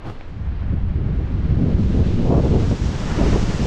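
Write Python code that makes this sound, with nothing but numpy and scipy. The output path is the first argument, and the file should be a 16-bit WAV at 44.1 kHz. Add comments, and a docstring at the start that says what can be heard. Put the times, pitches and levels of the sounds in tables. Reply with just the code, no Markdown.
"""At a cliff edge and down through open air, a small microphone rides on the helmet of a jumper in a fabric suit.
Right at the microphone port, eddies (noise in lumpy bands) rumble low and brighten as the flutter strengthens;
single eddies slap it with short pressure pulses. Rushing air, three bands of noise, grows louder and brighter
overall as speed builds. Close by, the suit rustles at the push-off (dense random creases under short swells)
and gear ticks there and again late in the fall (struck ringing modes)."""
import sys
import numpy as np
from scipy import signal
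from scipy.fft import rfft, irfft, next_fast_len
from scipy.io import wavfile
from scipy.ndimage import uniform_filter1d

SR = 44100
rng = np.random.default_rng(int(sys.argv[2]) if len(sys.argv) > 2 else 0)


def dump(signal):
    """Clip the signal to [-1, 1] and save it as 16-bit WAV at the path in sys.argv[1]."""
    limited = np.clip(np.atleast_2d(signal).T, -1, 1)
    pcm = np.round(limited * 32767).astype(np.int16)
    wavfile.write(sys.argv[1], SR, pcm)


N = 161406

# Slow heave of pressure at the port: [t/s, level/dB]
HEAVE_LEVELS = [(0.0, -35), (.25, -31), (.35, -36), (0.9, -26), (1.25, -35), (1.45, -26), (1.7, -29),
                (1.9, -25), (2.05, -25.5), (2.25, -17.5), (2.35, -34), (2.45, -29), (2.55, -27),
                (2.65, -21), (2.76, -34), (2.96, -31), (3.05, -27.5), (3.41, -20.5), (3.56, -27.5),
                (3.64, -32)]
# Colour of the heave: [f/Hz, relative level per Hz/dB]
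HEAVE_COLOUR = [(5, -17.5), (10, 7.5), (20, 3), (35, 2.5), (50, -20.5), (80, -50)]
# Larger eddies, before lumps and skew: [t/s, thud level/dB, rumble level/dB]
BUFFET_LEVELS = [(0.05, -41, -47.5), (0.12, -35.5, -42), (0.17, -48, -45), (0.25, -39.5, -52.5),
                 (0.35, -31, -35), (0.45, -25.5, -35), (0.48, -22, -35), (0.6, -25.5, -38.5),
                 (0.74, -20.5, -23.5), (0.77, -22, -31.5), (1.0, -21.5, -28), (1.06, -24, -22.5),
                 (1.21, -19.5, -29.5), (1.31, -27.5, -34), (1.34, -19.5, -27), (1.44, -22.5, -28),
                 (1.5, -17.5, -21), (1.6, -21.5, -18.5), (1.7, -23.5, -22.5), (1.75, -15.5, -25),
                 (1.8, -23, -16), (1.85, -16.5, -26.5), (1.9, -22.5, -21.5), (1.94, -20, -25),
                 (2.0, -15, -21), (2.13, -23, -23), (2.22, -28, -22.5), (2.3, -23, -16.5), (2.39, -15, -20),
                 (2.42, -22, -22.5), (2.44, -20, -18.5), (2.49, -18.5, -25.5), (2.52, -17, -17.5),
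                 (2.69, -22, -26), (2.72, -13.5, -19.5), (2.77, -39, -35), (2.84, -15.5, -25),
                 (3.0, -34.5, -29), (3.03, -28, -26), (3.09, -28, -27), (3.25, -17.5, -21.5),
                 (3.3, -17.5, -20), (3.36, -20, -26), (3.42, -24, -24.5), (3.57, -29, -27),
                 (3.61, -24, -24), (3.65, -18, -21.5)]
# Smallest eddies, in bursts, before lumps and skew: [t/s, level/dB]
FLUTTER_LEVELS = [(.25, -51), (.7, -48), (.735, -35), (.77, -44), (.93, -47.5), (1.0, -32.5), (1.05, -43.5),
                  (1.09, -35), (1.16, -43.5), (1.2, -34), (1.27, -38.5), (1.45, -37.5), (1.53, -34),
                  (1.62, -30.5), (1.67, -31.5), (1.73, -31), (1.82, -34), (1.91, -31), (2.0, -27),
                  (2.1, -31.5), (2.16, -33), (2.22, -26), (2.285, -25.5), (2.305, -19.5), (2.325, -18),
                  (2.34, -18.5), (2.365, -22.5), (2.39, -19), (2.42, -28.5), (2.455, -19), (2.49, -32),
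                  (2.52, -23), (2.57, -22.5), (2.6, -29.5), (2.635, -23.5), (2.68, -38.5), (2.72, -22.5),
                  (2.74, -31.5), (2.78, -38), (2.85, -33), (3.0, -37), (3.17, -34), (3.195, -21.5),
                  (3.27, -22.5), (3.3, -31.5), (3.355, -19.5), (3.4, -33), (3.6, -37.5), (3.65, -26.5)]
# Colours of thud, rumble and flutter, a list for each: [f/Hz, relative level per Hz/dB]
EDDY_COLOURS = [
    [(20, -29), (36, 0), (65, 7.5), (105, 1.5), (150, -33), (250, -56.5)],
    [(50, -42), (90, -10.5), (125, 6.5), (190, 4), (280, -8.5), (400, -30), (600, -60)],
    [(140, -34.5), (230, -4), (300, 1), (420, -1), (560, -4.5), (750, -10.5), (1000, -10), (1500, -19),
     (2500, -44)],
]
# Rushing air, before the layer gains: [t/s, roar level/dB, hiss level/dB, treble level/dB]
RUSH_LEVELS = [(0, -51, -62, -75), (.16, -52.5, -61, -71), (.38, -53.5, -63.5, -71.5),
               (.47, -50, -65, -71.5), (.53, -51.5, -61.5, -74), (.6, -49, -59.5, -73),
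               (.68, -49, -62.5, -73), (.8, -51.5, -64.5, -74), (1.0, -50.5, -62, -73.5),
               (1.2, -49.5, -61.5, -70), (1.5, -48, -57, -66), (1.66, -48, -57, -64),
               (1.74, -46.5, -52.5, -60.5), (1.85, -48.5, -54, -58), (2.0, -45, -49.5, -55),
               (2.3, -46.5, -50.5, -54.5), (2.6, -44.5, -48, -50), (2.8, -44, -47.5, -47.5),
               (3.0, -40.5, -46, -45.5), (3.13, -37, -45.5, -45), (3.3, -37, -42.5, -42.5),
               (3.45, -39.5, -45.5, -44), (3.66, -39.5, -43.5, -43.5)]
# Colours of roar, hiss and treble, a list for each: [f/Hz, relative level per Hz/dB]
AIR_COLOURS = [
    [(150, -9.5), (400, -0.5), (800, -3.5), (1100, -6), (1500, -7.5), (2200, -12), (3200, -20), (5000, -55)],
    [(1200, -26), (2000, -5.5), (2800, 1), (4200, -1.5), (5500, -11.5), (7000, -43), (9000, -56)],
    [(3000, -34), (4600, -4), (5800, -2.5), (7000, -6.5), (8000, -12), (9200, -24.5), (11000, -28),
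     (15000, -48.5)],
]
# Swells of suit rustle: [peak t/s, level/dB, rise t/s, fall t/s, dulled above f/Hz]
RUSTLE_SWELLS = [(0.083, -35.5, 0.028, 0.047, 14000), (0.0405, -37, .001, 0.0066, 3200),
                 (0.071, -34, 0.0037, .003, 4000), (0.0565, -45, 0.0021, 0.007, 8200),
                 (0.086, -31, 0.0038, .003, 4000), (.098, -30, 0.00083, 0.0036, 6300),
                 (.295, -46, 0.023, 0.018, 12000)]
# Colour of creasing fabric: [f/Hz, relative level per Hz/dB]
FABRIC_COLOUR = [(100, 5), (350, -1.5), (1000, -13), (1500, -15.5), (2200, -25), (4000, -27.5), (8000, -40),
                 (11000, -48.5), (14000, -46)]
# Hard ticks of gear, strength before each mode's share: [t/s, level/dB]
GEAR_TICKS = [(.055, -32), (.118, -42), (.2103, -31), (.2125, -44), (3.329, -21), (3.537, -29)]
# Ringing modes of the gear: [f/Hz, relative level/dB, 60 dB decay t/s]
GEAR_MODES = [(710, 1.5, 0.017), (1300, -7, 0.0066), (1870, -10, 0.0064), (2350, -3.5, 0.0087),
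              (3120, -13, .006)]
# Strong eddies at the port, push before its pull is taken off: [t/s, level/dB, width t/s]
PORT_SLAPS = [(1.636, -23, .0006), (1.671, -20, 0.00045), (1.704, -21, 0.0005), (2.298, -15, 0.00041),
              (3.2, -7, 0.00091), (3.344, -3, 0.00093), (3.359, -6, .0008)]

# Lump depth of thud, rumble and flutter; rates of the shared and own lumps; sharpening of pushes
EDDY_LUMP_DB, SHARED_LUMP_HZ, OWN_LUMP_HZ, EDDY_SKEW = [-0.2, 0.93, 1.27], 24, 55, .06
# Stronger flutter reaches higher; beyond its reach each band falls off steeply
REACH_HZ, REACH_AT_DB, DB_PER_OCTAVE, LEAST_REACH_HZ, REACH_STEEPNESS = 615, -31, 15.5, 380, 4.5
# Gains of roar, hiss and treble; flicker of each band
AIR_GAIN_DB, RUSH_FLICKER_DB = [6, 2.5, 0.56], 0.64
CREASES_PER_S, CREASE_SPREAD_DB = 5000, 1.5
CONTACT_HZ, TICK_SPREAD_DB = 3200, 1.5   # soft contact dulls the ticks
# Treble gain control: threshold, dB of cut per dB above it, smoothing time
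DUCK_ABOVE_DB, DUCK_SHARE, DUCK_S = -15, .9, .025
PUSH_LIMIT, PULL_LIMIT = 0.68, 0.44   # overload, as a share of full scale
TREBLE_FROM_HZ, STOP_HZ = 1500, 15500
EVENING_SAMPLES = 3500   # about 80 ms


def from_db(db):
    """dB to gain."""
    return 10 ** (np.asarray(db) / 20)


def rms_one(x):
    """Scale to unit rms."""
    return x / np.sqrt(np.mean(x ** 2) + 1e-20)


def in_time(rows):
    """Columns of a curve table at every sample."""
    s, *columns = np.transpose(rows)
    return [np.interp(np.arange(N) / SR, s, column) for column in columns]


def drift(rate_hz):
    """Slow chance of spread 1: noise at every 40th sample through a double one-pole low-pass."""
    pole = np.exp(-80 * np.pi * rate_hz / SR)
    noise = rng.standard_normal(N // 40 + 2002)
    slow = signal.lfilter([1], [1, -2 * pole, pole * pole], noise)[2000:]   # settled part
    return np.interp(np.arange(N) / 40, np.arange(len(slow)), rms_one(slow))


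def bands(x, colour):
    """Colour x (rms 1) and split it into overlapping bands half an octave apart: [(Hz, band)]."""
    size = next_fast_len(N)
    octave = np.log2(np.arange(size // 2 + 1) * SR / size + 1)
    hz, db = np.transpose(colour)
    shaped = rfft(x, size) * from_db(np.interp(octave, np.log2(hz), db, left=-150))
    shaped = shaped / np.std(irfft(shaped, size))
    out = []
    for centre in np.arange(np.log2(hz[0]), np.log2(hz[-1]) + .5, .5):
        triangle = np.clip(1 - 2 * abs(octave - centre), 0, 1)
        out.append((2 ** centre, irfft(shaped * triangle, size)[:N]))
    return out


def local_power(x):
    """Mean square over a short moving window."""
    return uniform_filter1d(x ** 2, size=EVENING_SAMPLES) + 1e-9


def evened(x):
    """Take out chance swells longer than the window."""
    return x / np.sqrt(local_power(x))


def buffeting():
    """Heave and three sizes of eddies share one turbulence; pushes are sharper than pulls."""
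    shared_lumps = drift(SHARED_LUMP_HZ)
    turbulence = rng.standard_normal(N)
    levels = in_time(BUFFET_LEVELS) + in_time(FLUTTER_LEVELS)
    heave = sum(band for hz, band in bands(turbulence, HEAVE_COLOUR))
    out = from_db(in_time(HEAVE_LEVELS)[0]) * evened(heave)
    octaves_up = (levels[2] - REACH_AT_DB) / DB_PER_OCTAVE
    reach_hz = np.maximum(REACH_HZ * 2 ** octaves_up, LEAST_REACH_HZ)
    for level_db, colour, lump_db in zip(levels, EDDY_COLOURS, EDDY_LUMP_DB):
        layer = sum(band / (1 + (hz / reach_hz) ** REACH_STEEPNESS)
                    for hz, band in bands(turbulence, colour))
        lumps = shared_lumps + 0.92 * drift(OWN_LUMP_HZ)
        out = out + evened(layer) * from_db(level_db + lump_db * lumps)
    power = local_power(out)
    return out + EDDY_SKEW * (out ** 2 - power) / np.sqrt(power)


def rush():
    """Smooth noise of passing air in three layers, each band flickering a little, partly together."""
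    out, together = 0, drift(13.0)
    for level_db, colour, gain_db in zip(in_time(RUSH_LEVELS), AIR_COLOURS, AIR_GAIN_DB):
        for hz, band in bands(rng.standard_normal(N), colour):
            flicker_db = RUSH_FLICKER_DB * (together + 0.34 * drift(16))
            out = out + band * from_db(level_db + gain_db + flicker_db)
    return out


def rustle():
    """Fabric buckles in dense creases of uneven size and either sign, under short swells."""
    t = np.arange(N) / SR
    sizes = from_db(CREASE_SPREAD_DB * np.minimum(rng.exponential(1, N), 4)) * rng.choice([-1, 1], N)
    impulses = sizes * (rng.random(N) < CREASES_PER_S / SR)
    creases = sum(band for hz, band in bands(impulses, FABRIC_COLOUR))
    out = 0
    for s, db, rise, fall, dull_hz in RUSTLE_SWELLS:
        swell = np.exp(-.5 * ((t - s) / np.where(t < s, rise, fall)) ** 2)
        dulled = signal.lfilter(*signal.butter(2, dull_hz, fs=SR), creases)
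        out = out + from_db(db) * swell * dulled
    return out


def ticks():
    """Each tick strikes every decaying mode of the gear with a strength of its own."""
    s, db = np.transpose(GEAR_TICKS)
    chance_db = rng.normal(0, TICK_SPREAD_DB, (len(s), len(GEAR_MODES)))
    out = 0
    for (hz, mode_db, t60), own_db in zip(GEAR_MODES, chance_db.T):
        clicks = np.full(N, 1e-18)
        clicks[(s * SR).astype(int)] = from_db(db + mode_db + own_db)
        r = from_db(-60 / (t60 * SR))   # decay per sample
        w = 2 * np.pi * hz / SR
        out = out + signal.lfilter([0, np.sin(w)], [1, -2 * r * np.cos(w), r * r], clicks)
    return signal.lfilter(*signal.butter(3, CONTACT_HZ, fs=SR), out)


def slaps():
    """A strong eddy gives a short push of pressure with a shallow pull either side."""
    t = np.arange(N) / SR
    out = 0
    for s, db, width in PORT_SLAPS:
        push = np.exp(-.5 * ((t - s) / width) ** 2)
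        pull = 0.21 * np.exp(-.5 * ((t - s) / (2.1 * width)) ** 2)
        out = out + from_db(db) * (push - pull)
    return out


def scene():
    """All sources at the one helmet microphone."""
    return (buffeting() + rush() + rustle() + ticks() + slaps())[None]


def record(dry):
    """Gain control ducks the treble when the sound is loud; low peaks are rounded, the top is cut."""
    keep = np.exp(-1 / (DUCK_S * SR))
    level_db = 10 * np.log10(signal.lfilter([1 - keep], [1, -keep], dry ** 2) + 1e-9)
    low = signal.sosfiltfilt(signal.butter(2, TREBLE_FROM_HZ, fs=SR, output="sos"), dry)
    high = (dry - low) * from_db(-DUCK_SHARE * np.maximum(level_db - DUCK_ABOVE_DB, 0))
    limit = np.where(low > 0, PUSH_LIMIT, PULL_LIMIT)
    rounded = limit * np.tanh(low / limit)
    top_cut = signal.cheby2(12, 70, STOP_HZ, fs=SR, output="sos")   # 70 dB down from STOP_HZ
    return signal.sosfilt(top_cut, rounded + high)


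dry = scene()
out = record(dry)
dump(out)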